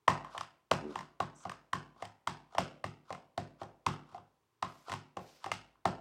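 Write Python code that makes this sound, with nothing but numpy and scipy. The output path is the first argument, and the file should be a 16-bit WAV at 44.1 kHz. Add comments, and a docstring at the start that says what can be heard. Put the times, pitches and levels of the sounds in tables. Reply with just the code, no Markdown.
"""Stamp block on an ink pad

An acrylic stamp block is tapped onto a plastic-cased ink pad on a table and peeled off again, close to a phone.
Each knock or click drives damped modes of the hollow case, the block and the table top with a short noisy push.
Swelling noise snaps make the tacky ink crackle; low bumps shudder and faint noise bands hiss between knocks.
A small room adds five echoes and a short noise tail, over a faint steady hush.
"""
import sys
import numpy as np
from scipy import signal
from scipy.fft import rfft, irfft
from scipy.io import wavfile
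from scipy.ndimage import uniform_filter1d

SR = 44100
rng = np.random.default_rng(int(sys.argv[2]) if len(sys.argv) > 2 else 0)


def put_to_file(sound):
    """Save the sound as 16-bit audio at rate SR, in the file named by the first command-line argument."""
    columns = np.atleast_2d(sound).T  # one column per channel
    safe = np.clip(columns, -1, 1)
    whole_steps = np.round(safe * 32767)
    wavfile.write(sys.argv[1], SR, whole_steps.astype(np.int16))


N = 264996  # length [samples]
AIR_HZ, AIR_WIDTH_HZ = 13000, 6000  # the airy top of ticks and crackle


def undb(db):
    """Gain of a dB value."""
    return 10 ** (np.asarray(db) / 20)


def unit(x):
    """Scales to rms 1."""
    return x / np.sqrt(np.mean(x ** 2))


def band(x, hz, width_hz):
    """Band-pass around a centre, kept within the usable range."""
    edges = [max(hz - width_hz / 2, 15), min(hz + width_hz / 2, SR * .47)]
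    return signal.sosfilt(signal.butter(2, edges, "band", fs=SR, output="sos"), x)


def add(track, s, sound):
    """Mixes a sound in at a time in seconds."""
    i = int(s * SR)
    track[i:i + len(sound)] += sound[:len(track) - i]


def hold(start, length, edge):
    """Envelope that rises, holds and falls; all times in seconds."""
    t = np.arange(N) / SR
    return np.clip(np.minimum(t - start, start + length - t) / edge, 0, 1)


# Spectral shape of the background: (frequency [Hz], relative level per Hz [dB])
HUSH_SHAPE = [(15, -46), (25, -19), (108, -0.5), (212, -12.5), (416, -4), (575, -21), (1040, -6.5),
              (1370, -17), (3340, -22), (9570, -29.5), (14400, -33.5), (16000, -27)]
HUSH_DB = -79  # overall rms


def hush():
    """Steady background noise, shaped in the spectrum between the table's points."""
    hz, db = np.transpose(HUSH_SHAPE)
    f = np.fft.rfftfreq(N, 1 / SR) + 1  # 1 Hz up, so the logarithm exists
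    shape = undb(np.interp(np.log(f), np.log(hz), db))
    return undb(HUSH_DB) * unit(irfft(rfft(rng.standard_normal(N)) * shape, N))


def ring(modes, push, tilt_db, stretch, size):
    """Damped modes driven by a push, peak 1; stretch scales every decay time."""
    hz, db, t60 = np.transpose(modes)
    t = np.arange(size)[:, None] / SR
    decay = np.exp(-np.log(1000) * t / (t60 * stretch))
    impulse = (np.sin(2 * np.pi * hz * t) * decay) @ undb(db + tilt_db)
    y = signal.fftconvolve(impulse, push)[:size]
    return y / np.abs(y).max()


def blip(hz, width_hz, db):
    """One pulse through a broad resonance, with its peak at the given level."""
    y = band(band(np.arange(2048) == 0, hz, width_hz), hz, width_hz)
    return undb(db) * y / np.abs(y).max()


# A firm knock keeps the hand on the case and damps it: ring length factor at -25.5 dB, change per dB
RING_STRETCH, STRETCH_PER_DB = 0.83, -0.02
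# A dull knock spreads more into the room: share at a 0 dB click [dB], change per dB of click
ROOM_SHARE_DB, SHARE_PER_CLICK_DB = -24, -0.31
# The tick against the ring at a 0 dB click [dB], and its fall per dB as the click dulls
TICK_DB, TICK_PER_CLICK = -9, 1.25
CONTACT_CYCLES = 3.47  # time scale of the contact, in periods of the favoured pitch

# Knocks and clicks of the stamp landing on the pad and lifting off:
# (time [s], case ring peak [dB], favoured case pitch [Hz],
# table thump before its slow onset, against the ring [dB], edge click against the ring [dB])
STAMP_KNOCKS = [(0.08, -9, 937, -13, -8.5), (0.247, -32.5, 1210, -29, -13), (0.348, -33, 820, -21, -18),
                (0.365, -38.5, 764, -24, -25.5), (0.379, -31, 1030, -12.5, 0.5),
                (0.41, -27, 1180, -47, -5.5), (0.714, -13, 808, -11, -5), (0.957, -25, 910, -14.5, -8),
                (0.99, -34.5, 980, -8, -3), (1.008, -35, 990, -38, -5.5), (1.203, -19.5, 817, -10.5, -9.5),
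                (1.453, -30, 770, -5.5, -14), (1.496, -32.5, 1100, -42, -1.5),
                (1.517, -32.5, 1010, -42, -7.5), (1.732, -19.5, 970, -9.5, -6),
                (1.962, -50.5, 690, -10.5, -19), (2.006, -52, 777, -18, -15),
                (2.024, -27, 785, -16.5, -8.5), (2.053, -47.5, 800, -2, 8), (2.274, -18.5, 1030, -13.5, -6),
                (2.525, -51, 746, -36, -10.5), (2.55, -29.5, 800, -20, -12.5),
                (2.570, -38.5, 716, -27, -29), (2.583, -14.5, 774, -10.5, -4.5),
                (2.842, -24.5, 923, -7, -5.5), (3.105, -28.5, 806, -10, -14), (3.127, -36, 700, -17, -0.5),
                (3.149, -40, 1030, -7.5, -6), (3.378, -24, 817, -5.5, -6.5), (3.616, -31, 705, -7.5, -15.5),
                (3.633, -42, 782, -23, -1.5), (3.865, -16.5, 1030, -7, -6), (4.123, -51, 769, 2, -10),
                (4.146, -35.5, 684, -44, -12.5), (4.18, -43, 1030, -5.5, -12),
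                (4.626, -20.5, 917, -13.5, -9), (4.882, -38.5, 700, -35, -24),
                (4.897, -33.5, 830, -4, -1.5), (4.919, -28.5, 1190, -6, -2.5),
                (4.927, -30, 1000, -11.5, -2.5), (4.938, -27.5, 1030, -17, -3.5),
                (5.170, -27.5, 675, -8.5, -10.5), (5.443, -29, 1090, -18, -4.5), (5.462, -28, 717, -15, -8),
                (5.517, -21, 1065, -16, -0.5), (5.755, -59.5, 1235, -47, -22.5),
                (5.855, -14, 820, -9, -10.5)]
# Modes of the hollow plastic case: (frequency [Hz], level before each knock's tilt [dB], t60 before stretch [s])
CASE_MODES = [(714, -4.5, 0.15), (793, 4.5, 0.047), (945, -4.5, 0.036), (1030, 5.5, 0.034),
              (1024, 14, 0.016), (1160, 14, 0.015), (1450, 4.5, 0.017)]
# Modes of the acrylic block: (frequency [Hz], level before random scatter [dB], t60 before stretch [s])
BLOCK_MODES = [(1877, 9, 0.015), (2091, 0, 0.033), (2552, 1.5, 0.0073), (2810, 1, 0.0091),
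               (3150, 7, 0.0042), (3970, -0.5, 0.0044), (4420, -5, 0.0029), (5540, -4.5, 0.0019)]
# Modes of the table top: (frequency [Hz], level before random scatter [dB], t60 before stretch [s])
TABLE_MODES = [(54.74, -14.5, 0.87), (104.2, 3.5, 0.33), (146.55, 2.5, 0.45), (186.7, 0.5, 0.3),
               (214, -3.5, 0.15), (269, -10.5, 0.28), (354, -1.5, 0.046), (475, 1, 0.016)]


def knocks():
    """A short uneven contact drives case, block and table; returns near sound, echo feed and tail feed."""
    near, echo, feed = np.zeros(N), np.zeros(N), np.zeros(N)
    grit = rng.standard_normal((len(STAMP_KNOCKS), 1024))
    scatter = rng.standard_normal((len(STAMP_KNOCKS), 3, 8))
    t, late = np.arange(1024) / SR, np.arange(16000) / SR
    # what the room as a whole hears of the thump, the click and the tick
    low, click = blip(220, 464, db=0), blip(2620, 3500, db=6.6)
    high = blip(6800, 4670, db=15.3) + blip(AIR_HZ, AIR_WIDTH_HZ, db=6.0)
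    for (s, db, hz, thump_db, click_db), noise, luck in zip(STAMP_KNOCKS, grit, scatter):
        tick_db = TICK_PER_CLICK * click_db + TICK_DB
        room_db = ROOM_SHARE_DB + SHARE_PER_CLICK_DB * click_db
        stretch = max(RING_STRETCH + STRETCH_PER_DB * (db + 25.5), .2)
        rise = t * hz / CONTACT_CYCLES
        force = rise ** 2 * np.exp(-3.5 * rise)

        # each contact favours the case modes near one pitch
        favour_db = -40 * np.log2(np.array(CASE_MODES)[:, 0] / hz) ** 2
        case_tilt_db = favour_db + 0.52 * luck[0, :len(CASE_MODES)]
        body = ring(CASE_MODES, force * band(noise, hz, 780), case_tilt_db, stretch, size=8192)

        # the hard edge adds a short click, and a tick above it
        edge = np.exp(-t / .0017) * np.minimum(t / .0003, 1)
        edge_push = edge * band(noise, 4300, 4300)
        body += undb(click_db) * ring(BLOCK_MODES, edge_push, 1.7 * luck[1], 0.97, size=8192)
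        tick = edge * band(band(noise[::-1], 7000, 4900), 7000, 4900)
        tick += undb(-19.5) * edge * band(noise, AIR_HZ, AIR_WIDTH_HZ)
        body[:len(t)] += undb(tick_db) * tick / np.abs(tick).max()

        # the table top takes a while to start booming
        thump = ring(TABLE_MODES, force[:64], 3.0 * luck[2], 0.8, size=len(late))
        thump *= 1 - np.exp(-(late / 0.007) ** 2)
        add(near, s - .0007, undb(db) * body)
        add(near, s, undb(db + thump_db) * thump)

        # a faint soft onset of the case a few milliseconds before each knock
        onset_push = np.hanning(300) * band(noise, hz, 900)[-300:]
        onset = ring(CASE_MODES, onset_push, favour_db, .5, size=2048)
        add(near, s - .005, undb(db - 23) * onset)

        add(echo, s - .0007, undb(db + room_db) * body)
        # summed over all directions the knock has a smooth spectrum
        spread = blip(hz, 0.7 * hz, db=0) + undb(-6) * body[:len(click)]
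        spread += undb(click_db) * click + undb(tick_db) * high
        add(feed, s, undb(db + room_db) * spread)
        add(feed, s, undb(db + thump_db - 15) * low)
    return near, echo, feed


# Single reflections: (delay [s], level before the dulling band-pass [dB])
REFLECTIONS = [(.0045, -6), (.009, -5), (.0195, 5), (.024, 3), (.033, -7)]


def echoes(x):
    """Table, ceiling and walls send single, duller copies back."""
    out = np.zeros(N)
    for s, db in REFLECTIONS:
        add(out, s, undb(db) * x)
    return band(out, 4000, 7640)


# Bands of the room's tail: (centre [Hz], t60 [s], level before bandwidth weighting and tail gain [dB])
TAIL_BANDS = [(77, 0.28, 2.5), (129, 0.19, -4), (241, .42, 4), (330, 0.092, -5.5), (550, 0.7, -9.5),
              (970, 0.38, -3.5), (2000, 0.39, 1.5), (4320, 0.33, -3), (6940, 0.29, -6),
              (14200, 0.094, -4.5)]


def room(x):
    """Reflections that arrive in uneven clumps, build up fast and die away band by band."""
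    t = np.arange(SR // 2) / SR
    tail = 0
    for hz, t60, db in TAIL_BANDS:
        noise = unit(band(rng.standard_normal(len(t)), hz, 0.86 * hz))
        tail = tail + undb(db - 60 * t / t60) * noise * np.sqrt(hz / 1000)
    clumps = undb(2.5 * unit(uniform_filter1d(rng.standard_normal(len(t)), size=90)))
    build_up = np.clip(t / 0.00081, 0, 1)
    return signal.fftconvolve(x, undb(-30.5) * build_up * clumps * tail)[:N]


PEEL_FADE_RATIO = 0.32  # fade time against swell time
PEEL_BRIGHT_DB, PEEL_CASE_DB = -31.5, 5.5  # airy top, and snaps through the hollow case, against the crackle

# Tacky ink letting go as the stamp lifts or slides:
# (time of the swell's peak [s], crackle level at that peak [dB], swell time [s])
INK_PEELS = [(.37, -62.5, 0.065), (0.961, -63.5, 0.081), (1.46, -65.5, 0.069), (2.019, -65.5, 0.04),
             (2.549, -71, 0.038), (3.11, -68, .04), (3.626, -59.5, 0.024), (3.939, -58.5, 0.046),
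             (4.149, -68.5, 0.065), (4.91, -53.5, 0.038), (5.46, -63, 0.034)]


def peel():
    """Dense tiny snaps of ink threads that swell, flicker and fade."""
    snaps = rng.standard_normal(N) * undb(2.5 * rng.exponential(size=N))
    snaps *= undb(3.0 * unit(uniform_filter1d(rng.standard_normal(N), size=300)))  # flicker
    top = unit(band(band(snaps, AIR_HZ, AIR_WIDTH_HZ), AIR_HZ, AIR_WIDTH_HZ))
    crackle = unit(band(snaps, 2800, 3900))
    hollow = unit(band(snaps, 1200, 500))
    mix = undb(PEEL_BRIGHT_DB) * top + crackle + undb(PEEL_CASE_DB) * hollow
    t, out = np.arange(N) / SR, 0
    for s, db, swell in INK_PEELS:
        shape = np.exp(-((t - s) / np.where(t < s, swell, swell * PEEL_FADE_RATIO)) ** 2)
        out = out + shape * undb(db) * mix
    return out


SHUDDER_START_S, SHUDDER_LENGTH_S, SHUDDER_EDGE_S = .8, .15, .045
SHUDDER_DB, SHUDDER_HZ = -45.5, 74  # level, mean rate of the bumps


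def shudder():
    """Nearly even soft bumps ring a low resonance of the table."""
    bumps, luck = np.zeros(N), rng.standard_normal((2, 400))
    at = np.cumsum(SR / SHUDDER_HZ * (1 + 0.027 * luck[0])).astype(int)
    bumps[at[at < N]] = undb(2.0 * luck[1][at < N])
    envelope = hold(SHUDDER_START_S, SHUDDER_LENGTH_S, SHUDDER_EDGE_S)
    return undb(SHUDDER_DB) * envelope * unit(band(bumps, 292, 203))


HISS_EDGE_S, HISS_FLICKER_DB = .015, 1.5  # fade in and out, rms of the flicker

# Faint rubbing between knocks: (start [s], length [s], centre [Hz], width [Hz], level before flicker [dB])
RUBS = [(1.342, .11, 6050, 700, -70), (1.348, .1, 7600, 1500, -69), (5.25, .17, 5000, 1500, -76),
        (5.19, .22, 13500, 3500, -83), (5.2, .24, 3500, 5500, -69), (4.67, .2, 4000, 6500, -72),
        (4.67, .2, 13000, 4000, -86)]


def hiss():
    """Short bands of noise, each with its own slight flicker."""
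    out = 0
    for s, length, hz, width_hz, db in RUBS:
        flicker_db = HISS_FLICKER_DB * unit(uniform_filter1d(rng.standard_normal(N), size=800))
        noise = unit(band(rng.standard_normal(N), hz, width_hz))
        out = out + undb(db + flicker_db) * hold(s, length, HISS_EDGE_S) * noise
    return out


def scene():
    """Near sounds, their echoes and room tail, and the hush."""
    near, echo, feed = knocks()
    small = peel() + hiss() + shudder()
    tail = room(feed + undb(-21.5) * small)
    return (near + small + echoes(echo) + tail + hush())[None]


def record(dry):
    """The phone thins the deep bass and cuts the top steeply above 15.9 kHz."""
    thin = signal.sosfilt(signal.butter(3, 60, "high", fs=SR, output="sos"), dry)
    return signal.sosfilt(signal.ellip(8, .2, 70, 15900, fs=SR, output="sos"), thin)


dry = scene()
out = record(dry)
put_to_file(out)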